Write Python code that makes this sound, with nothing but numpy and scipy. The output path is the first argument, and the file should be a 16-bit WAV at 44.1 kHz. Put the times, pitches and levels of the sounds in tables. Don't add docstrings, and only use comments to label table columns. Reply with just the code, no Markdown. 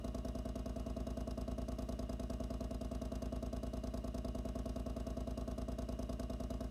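import sys
import numpy as np
from scipy import signal
from scipy.fft import rfft, irfft, next_fast_len
from scipy.io import wavfile
from scipy.ndimage import map_coordinates

SR = 44100
rng = np.random.default_rng(int(sys.argv[2]) if len(sys.argv) > 2 else 0)


def to_wav(sig):
    pcm = np.clip(np.atleast_2d(sig), -1, 1) * 32767
    pcm = np.round(pcm).astype(np.int16)
    wavfile.write(sys.argv[1], SR, pcm.T)


N = 295470


def amp(db):
    return 10 ** (np.asarray(db) / 20)


def unit_rms(x):
    return x / np.sqrt(np.mean(x ** 2) + 1e-20)


def wobble(rate_hz):
    knots = rng.standard_normal(int(N * rate_hz / SR) + 4)
    return map_coordinates(knots, [np.arange(N) * rate_hz / SR])


def filtered(x, response):
    size = next_fast_len(len(x) + SR // 2)
    return irfft(rfft(x, size) * response(np.fft.rfftfreq(size, 1 / SR)), size)[:len(x)]


def coloured(x, spectrum):
    freq_hz, gain_db = np.transpose(spectrum)
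    response = lambda hz: amp(np.interp(np.log(hz + 1), np.log(freq_hz), gain_db, left=-60))
    return unit_rms(filtered(x, response))


def burst(rise_s, t60_s):
    t = np.arange(SR // 4) / SR
    return (1 - np.exp(-(t / rise_s) ** 2)) * amp(-60 * t / t60_s)


def each_turn(turns, angle_turns, shape, scatter_db):
    passes = np.flatnonzero(np.diff(np.floor(turns - angle_turns)))
    impulses = np.zeros(len(turns))
    impulses[passes] = amp(scatter_db * rng.standard_normal(len(passes)))
    return signal.fftconvolve(impulses, shape)[SR:SR + N]


# time_s, turns_per_s
CRANK_SPEED = [(0, 9.7545), (4.2, 9.7545), (4.6, 9.748), (6.7, 9.748)]

def crank():
    turns_per_s = np.interp(np.arange(-SR, N) / SR, *np.transpose(CRANK_SPEED))
    turns = np.cumsum(turns_per_s) / SR
    return turns - turns[SR]


def teeth(turns, repeat_db):
    turn_samples = round(SR / CRANK_SPEED[0][1])
    position = (turns[SR:] % 1 * turn_samples).astype(int)
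    surface = rng.standard_normal(turn_samples)[position]
    return unit_rms(amp(repeat_db) * surface + rng.standard_normal(N))


# centre_hz, width_hz, gain_db
CHAMBER_MODES = [(1540, 232, -3.5), (2158, 135, -6), (2477, 157, -7), (2850, 83, -3), (3147, 91, -7.2),
                 (3460, 220, -7), (3820, 135, -4), (4062, 138, -4), (4685, 560, -8), (4987, 150, -1.5),
                 (5264, 133, -4.5), (5697, 210, -5.5), (6072, 215, -6), (6600, 460, -8), (7940, 78, -5)]

def chamber(x, spectrum):
    spacing_hz, width_hz, upper_db, loss_db_per_octave = 515, 173, -11, 6
    orders = np.arange(14, 31)
    upper_modes = [(k * spacing_hz, width_hz, upper_db - loss_db_per_octave * np.log2(k / orders[0]))
                   for k in orders]
    modes = sorted(CHAMBER_MODES + upper_modes)

    def response(hz):
        return sum((-1) ** k * amp(db) * 1j * hz * width / (centre ** 2 - hz ** 2 + 1j * hz * width)
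                   for k, (centre, width, db) in enumerate(modes))
    return coloured(filtered(x, response), spectrum)


# freq_hz, gain_db
GEAR_SPECTRUM = [(300, 32.5), (1400, -1.5), (2900, 0.5), (3600, 0), (5000, -8), (10000, -4.5), (15500, -29)]

def gears(turns, level_db, repeat_db, load_db):
    peak_turns = 0.8
    load = amp(load_db * np.cos(2 * np.pi * (turns[SR:] - peak_turns)))
    return amp(level_db) * chamber(load * teeth(turns, repeat_db), GEAR_SPECTRUM)


# pitch_hz, rms_db
MOTOR_TONES = [(1883, -85), (2799, -80.5), (2895, -84.5)]

def motor(waver_rad, ring_hz, width_hz, ring_db):
    t = np.arange(N) / SR
    tones = sum(amp(db) * np.sqrt(2) * np.sin(2 * np.pi * hz * t + waver_rad * wobble(23))
                for hz, db in MOTOR_TONES)
    can = lambda hz: (1j * hz * width_hz / (ring_hz ** 2 - hz ** 2 + 1j * hz * width_hz)) ** 2
    return tones + amp(ring_db) * unit_rms(filtered(rng.standard_normal(N), can))


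# freq_hz, gain_db
FLOW_SPECTRUM = [(25, -11), (58, 3), (110, 1), (250, 1.5), (380, 5.5), (520, 0.5), (660, 5.5), (800, -14),
                 (1150, -3), (1500, -23), (4000, -31)]

def hoses(level_db, swell_db):
    return amp(level_db + swell_db * wobble(5.1)) * coloured(rng.standard_normal(N), FLOW_SPECTRUM)


# angle_turns, rise_s, t60_s, gain_db
VALVE_SQUIRTS = [(0.395, 0.0056, 0.021, 1), (.57, 0.014, 0.02, -17), (0.742, 0.004, 0.016, 0.5),
                 (.88, 0.028, 0.15, -24)]
# angle_turns, gain_db
FLAP_CLICKS = [(.433, -2.5), (.774, -8.5), (.812, -2)]
# freq_hz, gain_db
JET_SPECTRUM = [(1400, -8.5), (2900, -7.5), (4200, -2), (6300, -1.5), (8600, -3.5), (9600, 4), (10300, -2),
                (14000, -2), (15500, -5)]

def valves(turns, level_db, sputter_db, drift_db):
    flow = sum(amp(db) * each_turn(turns, angle, burst(rise_s, t60_s), scatter_db=1.76)
               for angle, rise_s, t60_s, db in VALVE_SQUIRTS)
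    flicker = amp(sputter_db * wobble(700) + drift_db * wobble(1.98))
    jet = flow * flicker * rng.standard_normal(N)
    clicks = sum(each_turn(turns, angle, amp([db]), scatter_db=3.0) for angle, db in FLAP_CLICKS)
    return amp(level_db) * chamber(jet + clicks, JET_SPECTRUM)


TAKE_UP_TURNS, PUSH_TURNS, RETURN_TURNS = 0.409, 0.436, 0.780
# pitch_hz, t60_s, take_up_gain_db, push_gain_db, return_gain_db
HOUSING_MODES = [(49.3, 0.2, -39, -38, -38.5), (60.1, 0.14, -58, -29.5, -31), (114, 0.38, -68, -45, -54.5),
                 (145.16, 0.26, -48, -45, -49.5), (198, 0.78, -35.5, -36.5, -88),
                 (226.3, 0.22, -41, -42.5, -44.5), (256.1, 0.21, -81, -61, -45),
                 (237.77, 0.41, -78.5, -42.5, -45), (272.5, 0.3, -65, -38, -42.5),
                 (278.1, 0.29, -44.5, -42, -103), (353.4, 0.042, -42.5, -50, -38.5),
                 (341.7, 0.26, -87, -70, -51.5), (423.3, 0.35, -56.5, -37.5, -67),
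                 (423.1, 0.27, -54.5, -38, -54.5), (477, 0.18, -51, -49.5, -60.5),
                 (529, 0.028, -36, -32, -49), (593, 0.99, -66.5, -56.5, -103),
                 (630.4, 0.3, -50, -90, -55.5), (673.3, 0.14, -75, -41, -50), (731, 0.2, -82, -73.5, -59),
                 (829.5, 0.062, -62.5, -56, -53), (972.4, 0.34, -71.5, -64, -78),
                 (1093, 0.13, -60, -63, -54.5), (1222, 0.075, -58, -68, -67), (1309, 0.15, -90, -63, -64.5)]

def knocks(turns, level_db, scatter_db):
    t = np.arange(SR // 2) / SR
    pitch_hz, t60_s, *gains_db = np.transpose(HOUSING_MODES)
    sign = (-1) ** np.arange(len(pitch_hz))
    decay = amp(-60 * t / t60_s[:, None])
    rings = sign[:, None] * np.sin(2 * np.pi * pitch_hz[:, None] * t) * decay
    blows = zip((TAKE_UP_TURNS, PUSH_TURNS, RETURN_TURNS), gains_db)
    ringing = sum(each_turn(turns, angle, amp(db) @ rings, scatter_db) for angle, db in blows)
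    return -amp(level_db) * ringing


# freq_hz, gain_db
RATTLE_SPECTRUM = [(100, -7), (260, 2), (400, -2.5), (540, -2.5), (660, 7), (770, -8), (950, -5),
                   (1080, -1), (1200, 3), (1380, -14), (1530, -5), (1850, -25.5)]

def rattle(turns, level_db, return_db, rise_s, t60_s, repeat_db):
    envelope = burst(rise_s, t60_s)
    shake = each_turn(turns, TAKE_UP_TURNS, envelope, scatter_db=1.3)
    shake += amp(return_db) * each_turn(turns, RETURN_TURNS, envelope, scatter_db=0.8)
    return amp(level_db) * coloured(shake * teeth(turns, repeat_db), RATTLE_SPECTRUM)


def scene():
    turns = crank()
    pump = gears(turns, level_db=-69.5, repeat_db=-1.5, load_db=2.5)
    pump += motor(waver_rad=0.27, ring_hz=2897, width_hz=200, ring_db=-76.5)
    pump += hoses(level_db=-68.5, swell_db=4.0)
    pump += valves(turns, level_db=-66.0, sputter_db=0.8, drift_db=0.5)
    pump += knocks(turns, level_db=-1.43, scatter_db=0.37)
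    pump += rattle(turns, level_db=-63.5, return_db=-12, rise_s=0.0026, t60_s=0.41, repeat_db=-7)
    return pump[None]


def record(dry):
    bass_hz, treble_hz, limit_hz = 30, 14500, 15750
    microphone = lambda hz: (1j * hz / (1j * hz + bass_hz)) ** 2 / np.sqrt(1 + (hz / treble_hz) ** 20)
    return filtered(dry[0], lambda hz: microphone(hz) * (hz < limit_hz))[None]


dry = scene()
out = record(dry)
to_wav(out)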